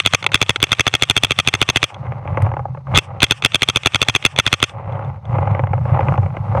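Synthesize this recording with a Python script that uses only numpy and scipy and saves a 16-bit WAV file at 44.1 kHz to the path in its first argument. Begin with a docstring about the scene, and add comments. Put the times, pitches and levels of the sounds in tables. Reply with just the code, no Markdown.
"""Inside a closed housing clamped to a paintball marker, a microphone hears quick strings of shots through the mount.
Each shot excites body resonances with noisy metal contacts, as the trigger clicks and the bolt slams and returns;
a thin ring, a shove of recoil and a hiss of spent gas follow. Around the strings, random ball contacts ring
the hopper shell, handling shakes the springy mount and cloth and hands rustle faintly.
The capsule saturates, and gain control ducks the loud sounds, quickly down and slowly back."""
import sys
import numpy as np
from scipy import signal
from scipy.fft import rfft, irfft
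from scipy.io import wavfile

SR = 44100
rng = np.random.default_rng(int(sys.argv[2]) if len(sys.argv) > 2 else 0)


def file_out(sig):
    """Save sig as 16-bit WAV at sys.argv[1]."""
    # one column per channel
    cols = np.atleast_2d(sig).T
    # limit, then scale
    lim = np.clip(cols, -1, 1)
    pcm = np.round(lim * 32767).astype(np.int16)
    wavfile.write(sys.argv[1], SR, pcm)


N = 291040  # samples

# Levels are in dB before the capsule and gain control; some sources add a fixed gain to theirs.
# Shots, with the bolt's return: start_s, slam_db, return_delay_ms, return_db
SHOT_CYCLES = [(0.0605, 4, 9.8, 5.5), (0.1354, 5.5, 10.4, 11.5), (0.3432, 9.5, 10.1, 11.5),
               (0.415, 12, 10.1, 14), (0.4934, 11.5, 9.6, 9), (0.6275, 9.5, 10.3, 13),
               (0.718, 6, 9.8, 12.5), (0.7951, 9.5, 10.5, 12), (0.8664, 11, 9.7, 14),
               (0.9388, 8.5, 10.8, 12.5), (1.0223, 10.5, 10, 13.5), (1.098, 11.5, 9.7, 13.5),
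               (1.165, 11.5, 9.7, 13), (1.2345, 12.5, 10.8, 14.5), (1.3075, 8.5, 10.1, 9),
               (1.3879, 8.5, 10.1, 12), (1.4738, 9.5, 9.8, 12), (1.5382, 10, 10.6, 9.5),
               (1.615, 11, 9.4, 13), (1.6886, 9, 9.7, 13.5), (1.7592, 11.5, 9.3, 14), (1.8286, 9.5, 10, 13),
               (2.9742, 17, 10, 18), (3.2293, 14.5, 9.7, 16.5), (3.3088, 11, 9.5, 12.5),
               (3.448, 8.5, 10.2, 13.5), (3.545, 7, 9.5, 11.5), (3.6198, 8, 9.8, 14),
               (3.6868, 10, 9.6, 10.5), (3.7592, 10.5, 9.6, 12), (3.859, 8.5, 10, 12.5),
               (3.9455, 8.5, 9.9, 11.5), (4.0159, 10, 9.4, 13.5), (4.0849, 12, 9.9, 10),
               (4.1501, 7.5, 9.6, 12), (4.2505, 10, 10.2, 13.5), (4.3872, 7, 9.6, 11.5),
               (4.4645, 8, 9.6, 10), (4.5275, 11.5, 9.5, 13), (4.6271, 9.5, 10.3, 12.5)]
# Other bright ticks of trigger and bolt: start_s, level_db
TRIGGER_BOLT_TICKS = [(0.0004, 1.5), (0.226, -9.5), (0.2414, -7.5), (0.264, 4.5), (0.374, -9),
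                      (0.462, -11.5), (0.5593, 7.5), (0.668, -8.5), (0.749, -10), (0.8932, -10),
                      (0.9646, -7.5), (1.0514, -12), (1.2675, -10), (1.943, -21.5), (2.9455, -17),
                      (2.9524, -9), (2.9571, -2), (2.962, -1.5), (2.9685, -1), (3.2181, -5.5), (3.2216, -5),
                      (3.266, -9), (4.0484, -16), (4.6943, -17), (4.9222, -36.5), (5.0463, -40),
                      (5.253, -39), (5.5115, -36), (6.1745, -36)]
# Small contacts in every cycle: before_slam_ms, level_db, hold_ms
LEAD_IN_CONTACTS = [(20.3, -35.5, 1.4), (17.07, -25, 0.45), (11.1, -16, 3.8), (5.13, -19.5, 7.0)]
# Marker body heard through the housing: pitch_hz, width_hz, level_db
BODY_MODES = [(373, 227, -9.5), (790, 820, -9.5), (1358, 295, -4), (2102, 253, -4.5), (2573, 358, -2),
              (3441, 232, 0), (4270, 770, -16.5), (6166, 300, -16.5), (8500, 2400, -32),
              (11500, 9000, -59.5)]
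# Relative spectrum of the gas hiss: pitch_hz, density_db (per Hz)
GAS_SPECTRUM = [(710, -39.5), (1200, 4), (1290, -14.5), (1470, -5.5), (1970, -9), (2600, -2), (3310, -8.5),
                (3620, -11), (3920, -25), (5610, -15), (6170, -20), (6790, -22), (8210, -16.5),
                (15000, -51)]
# Loudest knocks of balls on the hopper shell: start_s, level_db, brightness_db
BALL_KNOCKS = [(0.29, -27, 22), (1.901, -21.5, 20), (2.066, -32.5, 22), (2.12, -21, 13), (2.252, -22, 0.5),
               (2.275, -19.5, 13.5), (2.372, -6, 4), (2.418, -18.5, 13), (2.463, -10.5, 0),
               (2.516, -13.5, -2), (2.537, -13.5, 2), (2.567, -12.5, 1), (2.592, -13, -6),
               (2.653, -16.5, -12), (2.683, -26.5, -8), (2.747, -24, 0.5), (2.772, -22, -1),
               (2.869, -20, -3), (2.939, -8, 4), (3.994, -20, 5), (4.065, -17, 5), (4.991, -14.5, 0.5),
               (5.253, -29.5, -0.5), (5.384, -7, 0.5), (5.473, -9.5, 3.5), (5.548, -11.5, 6),
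               (5.593, -8.5, 8), (5.636, -12.5, 3.5), (5.67, -16, 6.5), (5.733, -9.5, 5),
               (5.778, -16.5, -5), (5.853, -13, -2), (5.893, -17, 4), (5.991, -6, -1), (6.006, -9.5, 6),
               (6.084, -5.5, 4.5), (6.121, -8.5, -1), (6.139, -10, -1.5), (6.155, -15, 4),
               (6.177, -7.5, -1), (6.23, -15, 3), (6.26, -17.5, 5.5), (6.303, -26.5, 8),
               (6.367, -12.5, 6.5), (6.548, -6, -11), (6.572, -14, 1)]
# Hopper shell resonances: pitch_hz, width_hz, level_db
SHELL_MODES = [(300.5, 180, -10), (546, 54, 3.5), (810, 115, 3.5), (1184, 281, -4.5), (1676, 230, -15.5),
               (2037, 280, -15), (2700, 726, -23.5), (3870, 1600, -46), (6300, 230, -47)]
# How hard the marker is shaken: time_s, thrum_db (mount), tumble_db (balls)
SHAKING = [(0.0, -37, -69), (0.15, -34, -48), (0.25, -30.5, -34), (0.45, -30.5, -39.5), (1.748, -26.5, -36),
           (1.88, -36, -33.5), (2.03, -27, -36), (2.2, -30, -35), (2.429, -18, -28.5), (2.58, -26, -44),
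           (2.85, -30.5, -50), (2.931, -11, -23), (3.0, -27.5, -33), (3.2, -30, -39.5), (4.55, -32, -36.5),
           (4.681, -28.5, -39.5), (4.95, -28, -32), (5.11, -25.5, -32.5), (5.21, -34, -50),
           (5.33, -16.5, -24.5), (5.53, -17.5, -27), (5.649, -24, -34.5), (5.779, -20.5, -40),
           (5.95, -15.5, -21.5), (6.1, -14, -27.5), (6.32, -22.5, -39), (6.44, -24, -34), (6.6, -11, -20.5)]
# Jolts that set the mount swinging: start_s, level_db
MOUNT_JOLTS = [(1.99, -25), (2.299, -19.5), (2.422, -2.5), (2.468, -12.5), (2.521, -14), (2.69, -16),
               (2.89, -24), (2.925, -22), (2.96, -4), (5.508, -6.5), (5.537, -18), (5.629, -6), (5.703, -6),
               (5.808, -9), (5.916, 2), (6.18, -2.5), (6.398, -9), (6.552, -12)]
# Mount resonances: pitch_hz, width_hz, level_db
MOUNT_MODES = [(55, 40, -22), (99, 13, 0), (135, 24, -4), (200, 50, -22)]
# Faint treble rustle of cloth and hands: time_s, level_db
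RUSTLE_LEVELS = [(0, -63), (2.05, -69), (2.35, -80), (2.9, -72.5), (4.75, -76), (5.9, -78.5), (6.37, -73.5),
                 (6.6, -65)]

# The trigger clicks ahead of each shot, fully after a pause, more softly the faster the finger goes.
TRIGGER_LEAD_MS, TRIGGER_DB, FULL_PULL_PAUSE_MS, TRIGGER_LOSS_DB_PER_MS = 25.7, -8.0, 99.0, 0.55
TICK_FALL_MS = 2.4
# Ring after each return: delay, mean height and spread from shot to shot
WHINE_AFTER_MS, WHINE_DB, WHINE_SPREAD_DB = 1.5, -28.0, 4.0
SNAP_S, SNAP_DB = 2.4224, -31.0
# The shaking comes in uneven lumps: rate and rms depth
LUMPS_PER_S, THRUM_LUMPS_DB, TUMBLE_LUMPS_DB = 9.0, 0.999, 1.11
CUTOFF_HZ = 16000


def amp(db):
    """Decibel law: convert a level in dB to a linear gain."""
    return 10 ** (np.asarray(db) / 20)


def rms_one(x):
    """Power normalisation: scale a signal to rms 1."""
    return x / np.sqrt(np.mean(x ** 2) + 1e-20)


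def resonate(x, modes):
    """Modal superposition: parallel damped resonances with alternating signs."""
    out = 0
    for k, (hz, width, db) in enumerate(modes):
        r = np.exp(-np.pi * width / SR)
        sign = (-1) ** k
        b = sign * amp(db) * (1 - r * r) / 2 * np.array([1, 0, -1])
        a = [1, -2 * r * np.cos(2 * np.pi * hz / SR), r * r]
        out = out + signal.lfilter(b, a, x + 1e-18)
    return out


def bursts(times, dbs, holds_ms, fall_ms, rise_ms=0.22):
    """Transient envelope: a quick rise, a hold, then exponential decay, for every event."""
    out = np.zeros(N + 6000)
    t_ms = np.arange(6000) / SR * 1000
    for s, db, hold in np.broadcast(times, dbs, holds_ms):
        rise = np.minimum(t_ms / rise_ms, 1)
        fall = np.exp(-np.maximum(t_ms - hold, 0) / fall_ms)
        out[round(s * SR):][:6000] += amp(db) * rise * fall
    return out[:N]


def slow_noise(rate):
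    """Low-passed randomness: noise of rms 1 that changes about rate times a second."""
    r = np.exp(-2 * np.pi * rate / SR)
    settled = signal.lfilter([1], [1, -2 * r, r * r], rng.standard_normal(N + 9000))[9000:]
    return rms_one(settled)


def flicker(rate, db):
    """Random amplitude modulation: a gain whose level wanders by db rms."""
    return amp(db * slow_noise(rate))


def repeated(times, share):
    """Partial coherence: contact noise partly alike in every cycle, since the same parts meet in the same way."""
    noise, pattern = rng.standard_normal(N + 400), rng.standard_normal(400)
    for at in np.round(times * SR).astype(int):
        fresh = noise[at:at + 400]
        noise[at:at + 400] = np.sqrt(share) * pattern + np.sqrt(1 - share) * fresh  # share of power
    return noise[:N]


def marker():
    """Impact excitation: metal contacts strike sharply, then chatter as short noise into the body resonances."""
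    s, slam_db, lag_ms, return_db = np.transpose(SHOT_CYCLES)
    back = s + lag_ms / 1000
    noise = repeated(s, share=.4)
    contact = bursts(s, slam_db + 0.5, 2.32, fall_ms=0.62)
    contact += bursts(s, slam_db - 15.5, 0.84, fall_ms=2.7)
    for ms, db, hold in LEAD_IN_CONTACTS:
        contact += bursts(s - ms / 1000, db, hold, fall_ms=1.2)

    gap_ms = 1000 * np.diff(s, prepend=0)
    haste_ms = np.maximum(FULL_PULL_PAUSE_MS - gap_ms, 0)
    trigger_db = TRIGGER_DB - TRIGGER_LOSS_DB_PER_MS * haste_ms
    contact += bursts(s - TRIGGER_LEAD_MS / 1000, trigger_db, 0.42, fall_ms=TICK_FALL_MS)
    contact += bursts(*np.transpose(TRIGGER_BOLT_TICKS), 0.67, fall_ms=TICK_FALL_MS)

    strike = -bursts(s, slam_db + 5, 0.077, fall_ms=0.042, rise_ms=0.067)
    rebound = bursts(back, return_db, 2.7, fall_ms=2.41) * repeated(back, share=0.34)
    body = resonate(contact * noise + strike + rebound, BODY_MODES)
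    # The bolt rings on at its own pitches after the return.
    bolt = resonate(rebound, [(3235, 110, 3.0), (6330, 130, -8.5), (2680, 52, -9.5)])
    return amp(9.5) * body + amp(7.0) * bolt


def gas():
    """Turbulent jet noise: spent gas hisses after each shot; an earlier shot's hiss is still dying at the start."""
    hz = np.maximum(np.arange(N // 2 + 1) * SR / N, 1)
    point_hz, point_db = np.transpose(GAS_SPECTRUM)
    colour = amp(np.interp(np.log(hz), np.log(point_hz), point_db))
    hiss = rms_one(irfft(rfft(rng.standard_normal(N)) * colour, N))
    shot_s = np.transpose(SHOT_CYCLES)[0]
    flow = bursts(shot_s + 0.0013, -33, 70.0, fall_ms=12.0, rise_ms=3.4)
    flow += bursts([0], [-38], 27.0, fall_ms=2.2)
    return hiss * flow


def recoil():
    """Momentum exchange: the slam shoves the housing, the venting pulls it back and the mount damps the swing."""
    s, slam_db, _, _ = np.transpose(SHOT_CYCLES)
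    shove = bursts(s + 0.0027, slam_db, 0.98, fall_ms=1.1, rise_ms=0.67)
    pull = bursts(s + 0.00693, slam_db + 2.5, 2.86, fall_ms=0.86, rise_ms=4.7)
    swing = resonate(shove - pull, [(127, 138, 4.5), (94.7, 33, -0.5), (324, 280, -8.0)])
    return amp(-7) * swing


def whine():
    """Free vibration: two lightly damped modes, probably springs; the higher is fainter and lasts longer."""
    s, _, lag_ms, _ = np.transpose(SHOT_CYCLES)
    db = WHINE_DB + WHINE_SPREAD_DB * rng.standard_normal(len(s))
    kick, width_hz = np.zeros(N), 16.0
    at = np.round((s + (lag_ms + WHINE_AFTER_MS) / 1000) * SR).astype(int)
    kick[at] = amp(db) * SR / (2 * np.pi * width_hz)  # makes the lower ring as high as db says
    return resonate(kick, [(1830, width_hz, 0), (3610, 2.5, -26)])


def snap():
    """Broadband impulse: one thin click of unfiltered noise, about a millisecond, as the mount is jolted."""
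    return bursts([SNAP_S], [SNAP_DB], 0.69, fall_ms=0.5, rise_ms=0.046) * rng.standard_normal(N)


def hopper(level_db):
    """Stochastic impacts: many small ball contacts of uneven size, and the loud knocks, ring the shell."""
    sizes = amp(4.6 * np.minimum(rng.exponential(1, N), 3.5)) * rng.choice([-1, 1], N)
    contacts_per_s = 900.0 * flicker(25.0, 5.0)
    grains = sizes * (rng.random(N) < contacts_per_s / SR)
    tumble = rms_one(resonate(rms_one(grains) + 0.51 * rng.standard_normal(N), SHELL_MODES))

    s, db, bright_db = np.transpose(BALL_KNOCKS)
    noise = rng.standard_normal(N)
    dull = resonate(noise * bursts(s, db + 11, 0.91, fall_ms=4.5), SHELL_MODES[:5])
    bright = resonate(noise * bursts(s, db + 11.5 + bright_db, 0.28, fall_ms=3.2), SHELL_MODES[5:])
    soft = signal.butter(1, 3500, fs=SR, output="sos")  # gelatine balls touch softly
    return signal.sosfilt(soft, amp(level_db) * tumble + dull + bright)


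def mount(level_db):
    """Forced vibration: handling drives the springy mount's low resonances with lumpy noise and single jolts."""
    s, db = np.transpose(MOUNT_JOLTS)
    jolts = resonate(bursts(s, db + 15.5, 1.7, fall_ms=1.6, rise_ms=2.3), MOUNT_MODES[1:])
    shaking = rng.standard_normal(N) * flicker(14.0, 2.2)
    thrum = rms_one(resonate(shaking, MOUNT_MODES))
    return jolts + amp(level_db) * thrum


def rustle():
    """Friction noise: faint patchy treble of cloth and hands gets through the housing."""
    s, db = np.transpose(RUSTLE_LEVELS)
    modes = [(3900, 980, 5.5), (6400, 900, -0.5), (8460, 2000, -8.5)]
    level = amp(np.interp(np.arange(N) / SR, s, db))
    treble = rms_one(resonate(rng.standard_normal(N), modes))
    return level * flicker(40.0, 1.9) * treble


def scene():
    """Linear superposition: all sources add at one microphone, which feeds both channels."""
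    s, thrum_db, tumble_db = np.transpose(SHAKING)
    t = np.arange(N) / SR
    lumps = slow_noise(LUMPS_PER_S)  # shared by balls and mount
    balls = hopper(np.interp(t, s, tumble_db) + TUMBLE_LUMPS_DB * lumps)
    handling = mount(np.interp(t, s, thrum_db) + THRUM_LUMPS_DB * lumps)
    mono = marker() + gas() + recoil() + whine() + snap() + balls + handling + rustle()
    return np.stack([mono, mono])


def record(dry):
    """Nonlinear transduction: capsule saturation, gain control, hard overload, then bass and treble cut."""
    level_db = 20 * np.log10(np.abs(dry[0]) + 1e-9)
    over_db = np.clip(level_db + 3.4, 0, 17.0)
    release = 159.0 * np.arange(N) / SR  # 159 dB per s
    held_db = np.maximum.accumulate(over_db + release) - release
    r = np.exp(-1 / (0.0064 * SR))  # 6.4 ms attack
    reduction_db = signal.lfilter([1 - r], [1, -r], held_db)
    capsule = 3.36 * np.tanh(dry / 3.003)
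    x = capsule * amp(-reduction_db)
    x = .95 * x / (1 + np.abs(x / .95) ** 4) ** .25  # hard overload towards 0.95
    x = signal.sosfilt(signal.butter(1, 25, "high", fs=SR, output="sos"), x)
    x = signal.sosfilt(signal.butter(2, 12000, fs=SR, output="sos"), x)
    x = signal.sosfilt(signal.cheby2(12, 70, CUTOFF_HZ, fs=SR, output="sos"), x)
    return np.clip(x, -1, 1)


dry = scene()
out = record(dry)
file_out(out)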